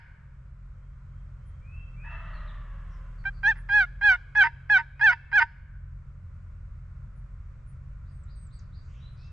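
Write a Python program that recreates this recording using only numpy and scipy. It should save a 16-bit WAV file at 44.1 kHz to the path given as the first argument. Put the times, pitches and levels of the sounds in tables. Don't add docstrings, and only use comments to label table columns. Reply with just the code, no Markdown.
import sys
import numpy as np
from scipy import signal
from scipy.fft import rfft, irfft, next_fast_len
from scipy.io import wavfile
from scipy.ndimage import map_coordinates

SR = 44100
rng = np.random.default_rng(int(sys.argv[2]) if len(sys.argv) > 2 else 0)


def put_to_file(sound):
    columns = np.atleast_2d(sound).T
    safe = np.clip(columns, -1, 1)
    whole_steps = np.round(safe * 32767)
    wavfile.write(sys.argv[1], SR, whole_steps.astype(np.int16))


N = 411012
TIME = np.arange(N) / SR

# start_s, length_s, catch_lead_s, rise_s, fall_s, first_hz, crest_hz, last_hz,
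# loudest_after_s, level_db, swell_db, fade_db
YELPS = [(3.253, 0.043, 0.013, .022, .04, 777.7, 791.3, 774, .01, -27, 5, 7),
         (3.432, 0.097, 0.0016, 0.0654, 0.037, 796.2, 906, 767.5, .046, -17.5, 15, 13.5),
         (3.692, 0.16, 0.0032, 0.063, 0.14, 805.4, 848.8, 656.4, .092, -16.5, 14.5, 16.5),
         (4.012, 0.15, 0, .04, 0.092, 812, 837.3, 725, 0.075, -15, 17.5, 18),
         (4.354, .083, 0.0036, .028, 0.057, 835, 839, 749.3, .068, -14, 12, 3.5),
         (4.699, .083, 0.0052, .012, .066, 836, 852, 744.3, 0.07, -15.5, 4, 7),
         (5.011, 0.11, 0.016, .032, 0.061, 820, 888, 730, .07, -14.5, 8.5, 11.5),
         (5.328, .073, 0.012, .032, 0.032, 805, 847, 736.5, 0.065, -15.5, 11.5, 1)]


def amp(db):
    return 10 ** (np.asarray(db) / 20)


def unit(x):
    return x / np.sqrt(np.mean(x ** 2) + 1e-20)


def along(points, hz):
    knots_hz, values = np.transpose(points)
    return np.interp(np.log(hz + 1), np.log(knots_hz), values)


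def fader(points):
    return np.interp(TIME, *np.transpose(points))


def wobble(rate, t=TIME):
    u = (t - t[0]) * rate
    return map_coordinates(rng.standard_normal(int(u[-1]) + 4), [u])


def ease(u):
    return (1 - np.cos(np.pi * np.clip(u, 0, 1))) / 2


def gate(t, start, end, attack, release):
    return (1 + np.tanh((t - start) / attack)) / 2 * (1 + np.tanh((end - t) / release)) / 2


def around(start, end):
    return np.arange(max(int(start * SR) - 600, 0), min(int(end * SR) + 600, N))


def filtered(x, response):
    size = next_fast_len(N + SR // 2)
    return irfft(rfft(x, size) * response(np.fft.rfftfreq(size, 1 / SR)), size)[..., :N]


def equalised(x, curve):
    return filtered(x, lambda hz: amp(along(curve, hz)))


def rush(spectrum):
    # frequency_hz, correlation
    likeness = [(60, 1.0), (120, 0.98), (260, 0.51), (530, 0.63), (1100, 0.584), (2280, 0.4675),
                (4710, 0.15), (9740, 0.71)]

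    def mid_side(hz):
        width = np.arccos(np.clip(along(likeness, hz), -1, 1)) / 2
        return amp(along(spectrum, hz)) * [np.cos(width), np.sin(width)]
    mid, side = filtered(rng.standard_normal((2, N)), mid_side)
    return unit(np.array([mid + side, mid - side]))


def engine(firing_hz=44.05, sag_hz=4.4, hum_hz=59.7, hum_db=-54, drift_db=2.0):
    # time_s, level_db
    ride = [(0.0, -57), (1.41, -44), (3.61, -39.5), (3.74, -44.5), (5.56, -56), (5.87, -45.5),
            (7.71, -49.5), (9.2, -48)]
    # multiple_of_firing_rate, gain_db, load_change_db
    orders = [(1, 1, 0), (2, -6.5, -11.5), (3, -7, -1), (4, -22.5, 11)]
    usual_db = -45
    change_db = fader(ride) - usual_db
    load = gate(TIME, start=1.85, end=3.7, attack=.3, release=.2)
    rate = (firing_hz - sag_hz * load) * (1 + .003 * wobble(3.5))
    phase = 2 * np.pi * np.cumsum(rate) / SR
    exhaust = np.zeros(N)
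    for k, gain_db, load_db in orders:
        db = usual_db + gain_db + load * load_db + change_db / k + drift_db * wobble(3.3)
        exhaust += amp(db) * np.sin(k * phase + rng.uniform(0, 2 * np.pi))
    hum = amp(hum_db + drift_db * wobble(3.0)) * np.sin(2 * np.pi * hum_hz * TIME)
    return amp(2.3) * exhaust + hum


def air():
    # frequency_hz, gain_db
    rumble_eq = [(20, -3.5), (35, 0.5), (60, 2.5), (90, 2.5), (130, -5), (180, -15), (250, -28),
                 (400, -52.5), (800, -80.5)]
    forest_eq = [(150, -30), (250, -10), (297, -3), (458, -5.5), (578, 0), (654, -6.5), (865, -9.5),
                 (1010, -2), (1440, 1), (1610, -5), (2300, -10), (3090, -22), (8330, -27.5), (9000, -38),
                 (10200, -37), (13200, -62), (22000, -120)]
    # time_s, level_db
    rumble_level = [(0.0, -45), (0.02, -51.5), (2.24, -43.5), (4.61, -51.5), (4.69, -53), (6.17, -45.5),
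                    (9.15, -42.5)]
    forest_level = [(0, -78), (1.7, -73.5), (3.1, -71), (5.0, -77), (5.7, -78.5), (6.3, -75), (9.3, -74)]
    rumble = amp(fader(rumble_level) + 0.3) * rush(rumble_eq)
    wash = amp(fader(forest_level) + 8.5 + 0.32 * wobble(11)) * rush(forest_eq)
    return rumble + wash


def woods(x, build_s, alike, depth=1):
    # frequency_hz, t60_s
    ring_times = [(300, 1.1), (1500, 1.02), (3000, 1.31), (6000, 0.31), (10000, 0.16)]
    hz, t, noise = signal.stft(rng.standard_normal((2, SR * 3 // 2)), SR, nperseg=256)
    envelope = amp(-60 * t / (depth * along(ring_times, hz)[:, None])) * (1 - np.exp(-t / build_s))
    mid, side = signal.istft(noise * envelope, SR, nperseg=256)[1]
    side = side * (1 - alike)
    tail = np.array([mid + side, mid - side])
    return signal.fftconvolve(x[None], tail / np.linalg.norm(tail[0]), axes=1)[:, :N]


def earlier_yelp(echo):
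    start, length = YELPS[-1][:2]
    tail = echo[:, int((start + length) * SR) + SR // 10:]
    return amp(1.5) * np.pad(tail, ((0, 0), (0, N - tail.shape[1])))


def chirp(start, length, motif, db, buzz, swell_db=0):
    i = np.arange(int(start * SR), min(int((start + length) * SR), N))
    u = np.linspace(0, 1, len(i))
    pitch = np.interp(u, np.linspace(0, 1, len(motif)), motif) * (1 + buzz * wobble(900, TIME[i]))
    envelope = amp(db + swell_db * (u - .5)) * np.sqrt(2 * abs(np.sin(np.pi * u)))
    out = np.zeros(N)
    out[i] = envelope * np.sin(2 * np.pi * np.cumsum(pitch) / SR)
    return out


def songbirds(arch_s=.2, chip_s=.048, upsweep_s=.068, flick_s=.011):
    arch_hz = [2820, 3130, 3160, 3230, 3110]
    chip_hz = [9700, 9800, 8900]
    whistle_hz = [2270, 2470, 2580, 2690, 2650, 2620]
    upsweep_hz = [3420, 4150, 4750, 4680, 4780]
    # start_s, level_db
    chips = [(1.455, -74), (3.565, -67.5), (7.153, -78), (7.67, -67.5), (9.111, -83)]
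    upsweeps = [(8.05, -77), (8.274, -67), (8.501, -67), (8.723, -65)]
    # start_s, length_s, level_db
    whistles = [(1.61, 0.28, -59), (1.96, 0.24, -51.5), (4.27, 0.28, -69.5), (4.901, .32, -63),
                (9.15, .26, -70)]
    # start_s, length_s, first_hz, last_hz, level_db, buzz_share_of_pitch
    slurs = [(2.332, 0.064, 4530, 3800, -64, 0.012), (2.472, 0.037, 4020, 3160, -60, 0.034),
             (2.9, 0.083, 5750, 5330, -74.5, .048), (3.178, 0.074, 4530, 4370, -72, 0.026),
             (3.332, 0.07, 4700, 4366, -70, 0.037), (8.803, 0.27, 6640, 5500, -77, 0.14),
             (8.862, 0.24, 2334, 3590, -69.5, 0.16), (8.998, 0.11, 3775, 4130, -64.5, .012),
             (9.163, 0.13, 4480, 4950, -66.5, 0.15), (9.192, 0.12, 4260, 5500, -79, 0.011)]
    # start_s, length_s, first_hz, last_hz, level_db, flick_hz, flick_db
    thin_whistles = [(8.103, 0.13, 8650, 8270, -77, 7180, -66), (8.352, .112, 8620, 8220, -65.5, 7200, -62),
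                     (8.524, 0.066, 8460, 7960, -67.5, 3770, -60)]
    thin_bend = [0, .45, .8, .95, 1]
    near = sum(chirp(s, length, whistle_hz, db, buzz=.00315, swell_db=6.5) for s, length, db in whistles)
    near += sum(chirp(s, length, [first, last], db, buzz) for s, length, first, last, db, buzz in slurs)
    for s, length, first, last, db, flick_hz, flick_db in thin_whistles:
        near += chirp(s, length, first + (last - first) * np.array(thin_bend), db, buzz=.004)
        near += chirp(s + length, flick_s, [last, flick_hz], flick_db, buzz=.007)
    far = sum(chirp(.7 + .33 * k, arch_s, arch_hz, db=-89.5 + 3 * k, buzz=.022) for k in range(4))
    far += sum(chirp(s, upsweep_s, upsweep_hz, db, buzz=.035) for s, db in upsweeps)
    far += sum(chirp(s, chip_s, chip_hz, db, buzz=.029) for s, db in chips)
    near = amp(-3) * near + amp(-7) * woods(near, build_s=.004, alike=.39, depth=.49)
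    far = amp(-7.5) * far + amp(-4.5) * woods(far, build_s=.0033, alike=.32, depth=.73)
    return near + far


def partials(pitch, colour, t, flutter_db, bright_db, count=14):
    k = np.arange(1, count + 1)[:, None]
    gains = amp(along(colour, k * pitch))
    gains = gains / np.sqrt(np.sum(gains ** 2, axis=0) / 2)
    upper_db = bright_db + flutter_db * np.array([wobble(90, t) for _ in k])
    gains = gains * amp(upper_db * np.clip((k - 2) / 4, 0, 1))
    return np.sum(gains * np.sin(k * 2 * np.pi * np.cumsum(pitch) / SR), axis=0)


def gobble(start_s=2.025, end_s=3.02, shake_hz=17, throb_db=4):
    # frequency_hz, gain_db
    note_eq = [(520, 1.5), (620, -7), (900, -12.5), (1040, 9.5), (1350, 0.5), (1850, 3.5), (2400, -16.5),
               (3300, -16.5), (4500, -40), (7000, -41), (10000, -66)]
    hoarse_eq = [(410, -44), (700, -10.5), (1280, 1.5), (1560, -4), (1770, -3.5), (2330, -19),
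                 (2720, -10.5), (2860, -15), (7000, -48), (9100, -78), (15400, -120)]
    # peak_s, level_db
    syllables = [(2.048, -38.5), (2.119, -42)]
    base_hz, sink_hz_per_s = 630.5, 124
    leap_hz, leap_s = 226.6, .069
    rattle_start_s, rattle_rise_s, fade_db_per_s = 2.11, .15, 45
    i = around(start_s, end_s)
    t = TIME[i] - start_s
    shake = np.sin(2 * np.pi * shake_hz * t + .9 * wobble(9.2, t))
    pitch = base_hz - sink_hz_per_s * t + leap_hz * (1 - ease(2 * t / leap_s - 1.4))
    pitch = pitch * (1 + .13 * shake * np.exp(-t / .47) + .048 * wobble(450, t))
    note = partials(pitch, note_eq, t, flutter_db=7.5, bright_db=-22 * np.exp(-t / .055))
    note = unit(note) * amp(-3 * np.exp(-t / .45))
    hoarse = amp(-2.5) * rush(hoarse_eq)[0, i] * ease(t / .075)
    voice = unit((note + hoarse) * amp(throb_db * shake))
    since = TIME[i] - rattle_start_s
    fade_db = fade_db_per_s * np.maximum(since - rattle_rise_s, 0)
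    rattle = ease(since / rattle_rise_s) * (amp(-49.5 - fade_db) + amp(-62.5))
    accents = sum(amp(db) * np.exp(-((TIME[i] - s) / .02) ** 2) for s, db in syllables)
    out = np.zeros(N)
    out[i] = voice * (rattle + accents) * gate(TIME[i], start_s, end_s, attack=.007, release=.033)
    return amp(-8.5) * out + amp(-6) * woods(out, build_s=.0082, alike=.91)


def catches(overlap_s=.0038, rate_hz=310, under_db=24):
    return [(start - lead, abs(lead) + overlap_s, rate_hz, db - under_db, db - under_db)
            for start, _, lead, *_, db, _, _ in YELPS]


def yelps(jitter=.0045, waver=.00546, grate_hz=310, hiss_db=-38, low_cut_hz=540):
    # frequency_hz, gain_db
    throat_eq = [(760, -19), (900, -13), (1450, 2.5), (1800, 2), (2200, -6), (2480, -18.5), (3000, -22.5),
                 (4200, -34), (5100, -39.5), (5600, -47.5), (6000, -40), (6600, -56.5), (8100, -50.5),
                 (11000, -77)]
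    out = np.zeros(N)
    for start, length, _, rise, fall, first, crest, last, loudest, top_db, swell_db, fade_db in YELPS:
        i = around(start, start + length)
        t = TIME[i] - start
        progress = np.clip(t / length, 0, 1)
        lift = ease(np.clip(t / rise, 0, 1) ** 1.7)
        pitch = first + (crest - first) * lift + (last - crest) * ease((t - rise) / fall)
        before = np.clip(1 - t / loudest, 0, 1)
        after = np.clip((t - loudest) / (length - loudest), 0, 1)
        db = top_db - swell_db * before ** 2.4 - fade_db * after ** 2.3
        unrest = .95 + 1.2 * progress ** 2
        pitch = pitch * (1 + unrest * (jitter * wobble(800, t) + waver * wobble(130, t)))
        note = partials(pitch, throat_eq, t, flutter_db=5, bright_db=.35 * (db + 15.5))
        grate = 1 + .1 * progress ** 4 * np.sin(2 * np.pi * grate_hz * t + wobble(100, t))
        out[i] += amp(db) * gate(t, 0, length, attack=.00091, release=.0031) * note * grate
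    hiss = unit(equalised(rng.standard_normal(N), [(200, 9.5), (1200, -28.5), (4000, -13.5), (9000, -30)]))
    out *= 1 + amp(hiss_db) * hiss
    return filtered(out, lambda hz: 1 / np.sqrt(1 + (low_cut_hz / (hz + 1)) ** 20))


def rasps(timing_jitter=.022, level_jitter_db=1.1, opening_hz=620, max_slaps=24):
    # start_s, length_s, slap_rate_hz, first_db, last_db
    breaks = [(3.555, .035, 277, -51.5, -52.5), (4.113, 0.045, 330, -33, -40),
              (4.437, .036, 308, -20.5, -27), (4.781, 0.032, 308, -25.5, -37.5),
              (5.104, 0.029, 322, -33.5, -21.5), (5.397, 0.032, 308, -26.5, -18)]
    # centre_hz, width_hz, gain_db
    resonances = [(926.6, 37, 2.5), (1110, 270, -10), (1520, 46, 6), (1786, 47.7, 6.5), (2049, 94, 3),
                  (2696, 580, -17.5), (3519, 98, -24), (4937, 180, -25), (8050, 2500, -55.5)]
    slaps = np.zeros(N)
    for start, length, rate, first_db, last_db in breaks + catches():
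        chance = rng.standard_normal((max_slaps, 2))
        k = np.arange(min(int(length * rate) + 1, max_slaps))
        when = start + (k + timing_jitter * chance[k, 0]) / rate
        db = np.interp(when, [start, start + length], [first_db, last_db]) + level_jitter_db * chance[k, 1]
        slaps[np.round(when * SR).astype(int)] += amp(db) * np.sqrt(SR / rate)

    def cavity(hz):
        ring = sum((-1) ** k * amp(db) * 1j * hz * width / (centre ** 2 - hz ** 2 + 1j * hz * width)
                   for k, (centre, width, db) in enumerate(resonances))
        radiated = ring * hz ** 2 / (opening_hz ** 2 - hz ** 2 + .8j * hz * opening_hz)
        return radiated / np.sqrt(np.mean(abs(radiated) ** 2))
    return filtered(slaps, cavity)


def placed_near(call):
    # frequency_hz, left_minus_right_db
    balance = [(60, 9.5), (110, 2.5), (190, -7), (330, 2.5), (580, 0.5), (1010, -2.5), (1790, -1.5),
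               (3140, -5.5), (5530, -6), (9740, 2)]
    # frequency_hz, left_lead_rad
    lead = [(0, 0), (520, -0.44), (1120, 1), (1380, -0.309), (1980, -0.64), (2410, -1.9), (2760, -1.4),
            (3010, -1.5), (3700, -0.029), (4390, 1), (5080, -0.26), (6460, 0.35), (8100, -0.79),
            (9910, 0.1)]
    sides = np.array([[.5], [-.5]])
    return filtered(call, lambda hz: amp(along(balance, hz) * sides) * np.exp(1j * along(lead, hz) * sides))


def undergrowth(call, t60_s=.063):
    # frequency_hz, gain_db
    leaf_eq = [(700, -28.5), (1600, -30.5), (2600, -4), (4500, -5.5), (8000, -9.5)]
    t = np.arange(SR // 4) / SR
    noise = rng.standard_normal((3, len(t))) * amp(-60 * t / t60_s) * (1 - np.exp(-t / .001))
    tail = noise[0] + .48 * noise[1:]
    scattered = signal.fftconvolve(call, tail / np.linalg.norm(tail[0]), axes=1)[:, :N]
    return equalised(scattered, leaf_eq)


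def trunk_echo(call):
    # frequency_hz, gain_db
    trunk_eq = [(800, -40.5), (1600, -38.5), (3200, -34.5), (5000, -24), (9000, -13.5)]
    return woods(equalised(call, trunk_eq), build_s=.0088, alike=.57)


def far_edge(call, delay_s=.29, low_hz=1150, high_hz=1700):
    def path(hz):
        delay = np.exp(-2j * np.pi * hz * delay_s)
        return delay / (1 + (hz / high_hz) ** 8) / (1 + (low_hz / (hz + 1)) ** 8)
    return amp(-47) * woods(filtered(call, path), build_s=.03, alike=.6, depth=.78)


def scene():
    call = yelps() + rasps()
    near = placed_near(call)
    echo = trunk_echo(call)
    reflections = undergrowth(near) + echo + far_edge(call) + earlier_yelp(echo)
    return near + reflections + gobble() + songbirds() + engine() + air()


def record(dry, top_hz=11000):
    return filtered(dry, lambda hz: 1 / np.sqrt(1 + (hz / top_hz) ** 60))


dry = scene()
out = record(dry)
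put_to_file(out)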